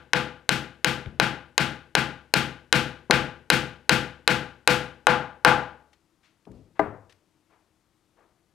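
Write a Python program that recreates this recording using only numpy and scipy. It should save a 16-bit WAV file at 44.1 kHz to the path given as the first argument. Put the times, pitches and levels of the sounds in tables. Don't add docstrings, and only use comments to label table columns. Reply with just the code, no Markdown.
import sys
import numpy as np
from scipy import signal
from scipy.fft import rfft, irfft
from scipy.io import wavfile

SR = 44100
rng = np.random.default_rng(int(sys.argv[2]) if len(sys.argv) > 2 else 0)


def unload_audio(sound):
    columns = np.transpose(np.atleast_2d(sound))
    steps = np.round(np.clip(columns, -1, 1) * 32767)
    wavfile.write(sys.argv[1], SR, steps.astype(np.int16))


N = 376613
SIZE = 32768
T = np.arange(SIZE) / SR
FREQS = np.maximum(np.fft.rfftfreq(SIZE, 1 / SR), 1)

# freq_hz, t60_s
WORKSHOP_DECAY = [(60, 0.62), (160, 0.41), (450, 0.55), (1400, 0.43), (3000, 0.39), (7000, 0.33),
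                  (14000, 0.29)]
# freq_hz, level_db
AIR_SPECTRUM = [(15, -36.5), (25, -6.5), (190, -4), (270, -9.5), (317, 2), (373, -9.5), (489, -13),
                (1290, -16), (1520, -19), (12200, -28.5), (16000, -33)]
# start_s, strength_db, edge_db
MALLET_BLOWS = [(0.1336, -1.5, -4.5), (0.4916, -1.05, 1), (0.8455, -0.7, 0), (1.199, 0.15, -4.5),
                (1.5794, -0.15, -1), (1.9521, 0.4, -3), (2.3388, 1.46, 0.5), (2.7268, 2.5, 0),
                (3.1095, 2.5, -4), (3.5016, 3, 0.5), (3.8941, 3.5, 0.1), (4.2769, 1.5, -1),
                (4.6755, 2.3, 2.5), (5.069, -0.2, -6.5), (5.4484, 3.1, -4)]
OPENING_TAIL = (-.235, -1, -3)
# pitch_hz, level_db, t60_s
DOWEL_MODES = [(377.1, -17, 0.03), (887, -8.5, 0.0091), (1151, -19, 0.034), (1550, -5, 0.016),
               (2150, -7.5, 0.015), (2623, -5.5, 0.013), (3050, -4, 0.0059), (4040, -2.5, 0.0083),
               (4960, -9.5, 0.011), (6310, -13.5, 0.0089), (6830, -13.5, 0.0085), (9037, -14.5, 0.0077),
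               (11100, -16, 0.0056)]
# pitch_hz, level_db, t60_s
BEAM_MODES = [(70, -35, .7), (133, -19.5, .42), (155, -26, .42), (242, -26.5, .45), (308, -33, .42),
              (333, -26, .38), (520, -32, .45), (645, -36, .42), (818, -32, .45), (842, -30, .5),
              (860, -34, .42), (1033, -36, .42), (1188, -29.5, .42), (1208, -31, .42), (1360, -34, .42),
              (1385, -32, .46), (1442, -34, .46), (1464, -31, .48), (1543, -31, .45), (1568, -28, .41),
              (1595, -32, .36), (1652, -31, .42)]
# time_s, level_db
HOLLOW_LEVELS = [(0.13, -18), (0.49, -29.5), (0.85, -20.5), (1.45, -42), (1.95, -43.5), (2.7, -22),
                 (4.28, -21), (4.68, -16), (5.45, -20)]
# freq_hz, level_db
BLOW_SEND = [(25, -20.5), (55, -18.5), (90, -10.5), (140, 1), (250, -2.5), (400, -9.5), (600, -13.5),
             (950, -12), (1250, -13.5), (1520, -3.5), (1800, -6.5), (3000, -6.5), (6000, -20), (15000, -30)]
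# centre_hz, width_hz, boost_db
BEAM_CLUSTERS = [(495, 24, 4.5), (826, 60, 6.5), (1196, 45, 6.5), (1400, 110, 5), (1620, 90, 2),
                 (2461, 34, 3.5)]
# start_s, level_db, centre_hz, t60_s, relative_boom_db
KNOCKS = [(1.058, 0, 94.7, 0.11, -13), (3.0979, 11.5, 277, 0.036, -15.5), (6.467, -13, 240, .19, 3.5)]
# start_s, level_db, t60_s, width_octaves
HANDLING_TICKS = [(1.059, -15, .007, .45), (5.93, -30, 0.059, 0.95), (6.452, -35, 0.016, 0.93),
                  (6.516, -37, .015, 1.2), (7.095, -27, 0.1, 1.02), (7.123, -30, 0.032, 1.1)]
# start_s, level_db, centre_hz, t60_s
BRUSHES = [(6.228, -30, 2000, .14), (6.52, -38.5, 2900, .9), (6.752, -27, 1000, .12),
           (7.492, -28.5, 790, 0.34), (8.163, -26, 650, 0.39)]
# start_s, level_db
MALLET_LANDINGS = [(6.794, -6.5), (6.7975, -21.5)]
# pitch_hz, level_db, t60_s
CLUNK_MODES = [(302.5, -12.5, 0.21), (415, -10, 0.23), (553, -13, 0.078), (651, -5, 0.13), (806, -1.5, .04),
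               (997, -10, 0.12), (1206, -11.5, 0.077), (1570, -12.5, 0.082), (2027, -10, 0.029)]
# freq_hz, level_db
CLUNK_SEND = [(40, -20), (100, 2.5), (190, -4.5), (400, -5), (680, -5), (1200, -8), (1800, -12.5),
              (3200, -34), (5500, -48.5), (12000, -49.5)]


def undb(db):
    return 10 ** (np.asarray(db) / 20)


def along(points, hz):
    freqs, values = np.transpose(points)
    return np.interp(np.log(hz), np.log(freqs), values)


def unit(x):
    return x / np.sqrt(np.sum(x ** 2, axis=-1, keepdims=True))


def colour(x, db):
    cepstrum = irfft(np.log(undb(db)))
    cepstrum[1:SIZE // 2] *= 2
    cepstrum[SIZE // 2 + 1:] = 0
    return irfft(rfft(x) * np.exp(rfft(cepstrum)))


def add(out, start_s, sound):
    start = int(start_s * SR)
    skip = max(-start, 0)
    out[:, start + skip:start + SIZE] += sound[..., skip:N - start]


def fade(t60):
    return np.exp(-np.log(1000) * T / t60)


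def ring(modes, phases, detune=1):
    return sum(undb(db) * fade(t60) * np.sin(2 * np.pi * hz * detune * T + phase)
               for (hz, db, t60), phase in zip(modes, phases))


def click(t60, cutoff_hz):
    burst = rng.standard_normal(SIZE) * fade(t60)
    return unit(colour(burst, -10 * np.log10(1 + (FREQS / cutoff_hz) ** 4)))


def workshop_reverb(count, build_s=0.026, early=0.69, early_hz=4500, boom_hz=220):
    spectra = rfft(rng.standard_normal((count, SIZE)))
    centres = np.log([hz for hz, _ in WORKSHOP_DECAY])
    walls = 1 - np.exp(-(T / build_s) ** 4)
    out = 0
    for share, (hz, t60) in zip(np.eye(len(centres)), WORKSHOP_DECAY):
        near = early / (1 + (hz / early_hz) ** 2) / (1 + (boom_hz / hz) ** 2)
        band = irfft(spectra * np.interp(np.log(FREQS), centres, share))
        out = out + band * fade(t60) * (near + (1 - near) * walls)
    return unit(out)


def still_air(level_db=-66.5, spread=0.24):
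    hz = np.maximum(np.fft.rfftfreq(N, 1 / SR), 1)
    noise = rng.standard_normal(N) + spread * rng.standard_normal((2, N))
    bed = irfft(rfft(noise) * undb(along(AIR_SPECTRUM, hz)), N)
    return undb(level_db) * bed / np.std(bed)


def dowel_crack(edge_db, click_db=9, pitch_scatter=0.011):
    modes = [(hz, db + rng.standard_normal(), t60) for hz, db, t60 in DOWEL_MODES]
    detune = 1 + pitch_scatter * rng.standard_normal()
    tone = ring(modes, np.pi * np.arange(len(modes)), detune)
    return tone + undb(click_db + 0.13 * edge_db) * click(t60=0.0054, cutoff_hz=8000)


def beam_ring(phases, hollow_db, hollow_hz=496.5, hollow_t60=0.39):
    out = 0
    for mode, phase in zip(BEAM_MODES + [(hollow_hz, hollow_db, hollow_t60)], phases):
        rise_s = 0.037 if mode[0] < 260 else 0.014
        out = out + ring([mode], [phase]) * (1 - np.exp(-(T / rise_s) ** 2))
    return out


def seating_eq(start_s, edge_db, home_s=4.74, ease_s=0.27, seated_db=10, mid_hz=900, octaves=0.67):
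    home_db = seated_db / (1 + np.exp((home_s - start_s) / ease_s))
    glancing_db = -0.57 * edge_db
    bell = np.exp(-.5 * (np.log2(FREQS / mid_hz) / octaves) ** 2)
    return (home_db + glancing_db) * bell


def mallet_blows(room, room_db=14, variation=0.47, edge_hz=5500):
    out = np.zeros((2, N))
    phases = rng.uniform(0, 2 * np.pi, len(BEAM_MODES) + 1)
    clusters_db = sum(db / (1 + (2 * (FREQS - hz) / width) ** 2) for hz, width, db in BEAM_CLUSTERS)
    send_db = along(BLOW_SEND, FREQS) + clusters_db
    treble_shelf = 1 / (1 + (edge_hz / FREQS) ** 3)
    fresh_rooms = workshop_reverb(count=len(MALLET_BLOWS) + 1)
    for (start_s, strength_db, edge_db), fresh in zip([OPENING_TAIL, *MALLET_BLOWS], fresh_rooms):
        reverb = unit(colour(room + variation * fresh, send_db))
        hollow_db = np.interp(start_s, *np.transpose(HOLLOW_LEVELS))
        beam = beam_ring(phases + 0.31 * rng.standard_normal(len(phases)), hollow_db)
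        blow = dowel_crack(edge_db) + undb(room_db) * reverb + beam
        eq_db = strength_db + seating_eq(start_s, edge_db) + edge_db * treble_shelf
        add(out, start_s, colour(blow, eq_db))
    return out


def touch(room, hz, t60, rise_s, room_db, octaves=0.84):
    band_db = np.maximum(-3 * (np.log2(FREQS / hz) / octaves) ** 2, -70)
    attack = 1 - np.exp(-T / rise_s)
    direct = unit(colour(rng.standard_normal(SIZE) * attack * fade(t60), band_db))
    return direct + undb(room_db) * unit(colour(room * attack, band_db))


def padded_knocks(room, boom_delay_s=0.014):
    out = np.zeros((2, N))
    for start_s, db, hz, t60, boom_db in KNOCKS:
        add(out, start_s, undb(db) * touch(room, hz, t60, rise_s=0.0015, room_db=-9))
        boom = touch(room, hz=119, t60=0.54, rise_s=.04, room_db=-5, octaves=1.0)
        add(out, start_s + boom_delay_s, undb(db + boom_db) * boom)
    return out


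def handling_ticks(room, centre_hz=1900):
    out = np.zeros((2, N))
    for start_s, db, t60, octaves in HANDLING_TICKS:
        tick = touch(room, centre_hz, t60, rise_s=.001, room_db=-10.5, octaves=octaves)
        add(out, start_s, undb(db) * tick)
    return out


def brushes_and_shuffles(room):
    out = np.zeros((2, N))
    for start_s, db, hz, t60 in BRUSHES:
        add(out, start_s, undb(db) * touch(room, hz, t60, rise_s=.03, room_db=-1))
    return out


def mallet_set_down(room, room_db=6, tick_db=-8):
    out = np.zeros((2, N))
    clunk = ring(CLUNK_MODES, np.pi * np.arange(len(CLUNK_MODES)))
    for start_s, db in MALLET_LANDINGS:
        tick = undb(tick_db) * click(t60=0.066, cutoff_hz=3000)
        add(out, start_s, undb(db) * (clunk + tick))
    reverb = unit(colour(room, along(CLUNK_SEND, FREQS)))
    add(out, MALLET_LANDINGS[0][0], undb(room_db) * reverb)
    return out


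def scene(spread=0.32):
    responses = workshop_reverb(count=3)
    room = responses[0] + spread * responses[1:]
    mallet = mallet_blows(room) + mallet_set_down(room)
    handling = padded_knocks(room) + handling_ticks(room) + brushes_and_shuffles(room)
    return mallet + handling + still_air()


def record(dry, right_db=-10, ceiling=0.71, rolloff_hz=12000, cutoff_hz=15800):
    panned = dry * undb([[0], [right_db]])
    clipped = panned / (1 + (panned / ceiling) ** 8) ** (1 / 8)
    dulled = signal.sosfilt(signal.butter(2, rolloff_hz, fs=SR, output="sos"), clipped)
    return signal.sosfilt(signal.ellip(8, .2, 70, cutoff_hz, fs=SR, output="sos"), dulled)


dry = scene()
out = record(dry)
unload_audio(out)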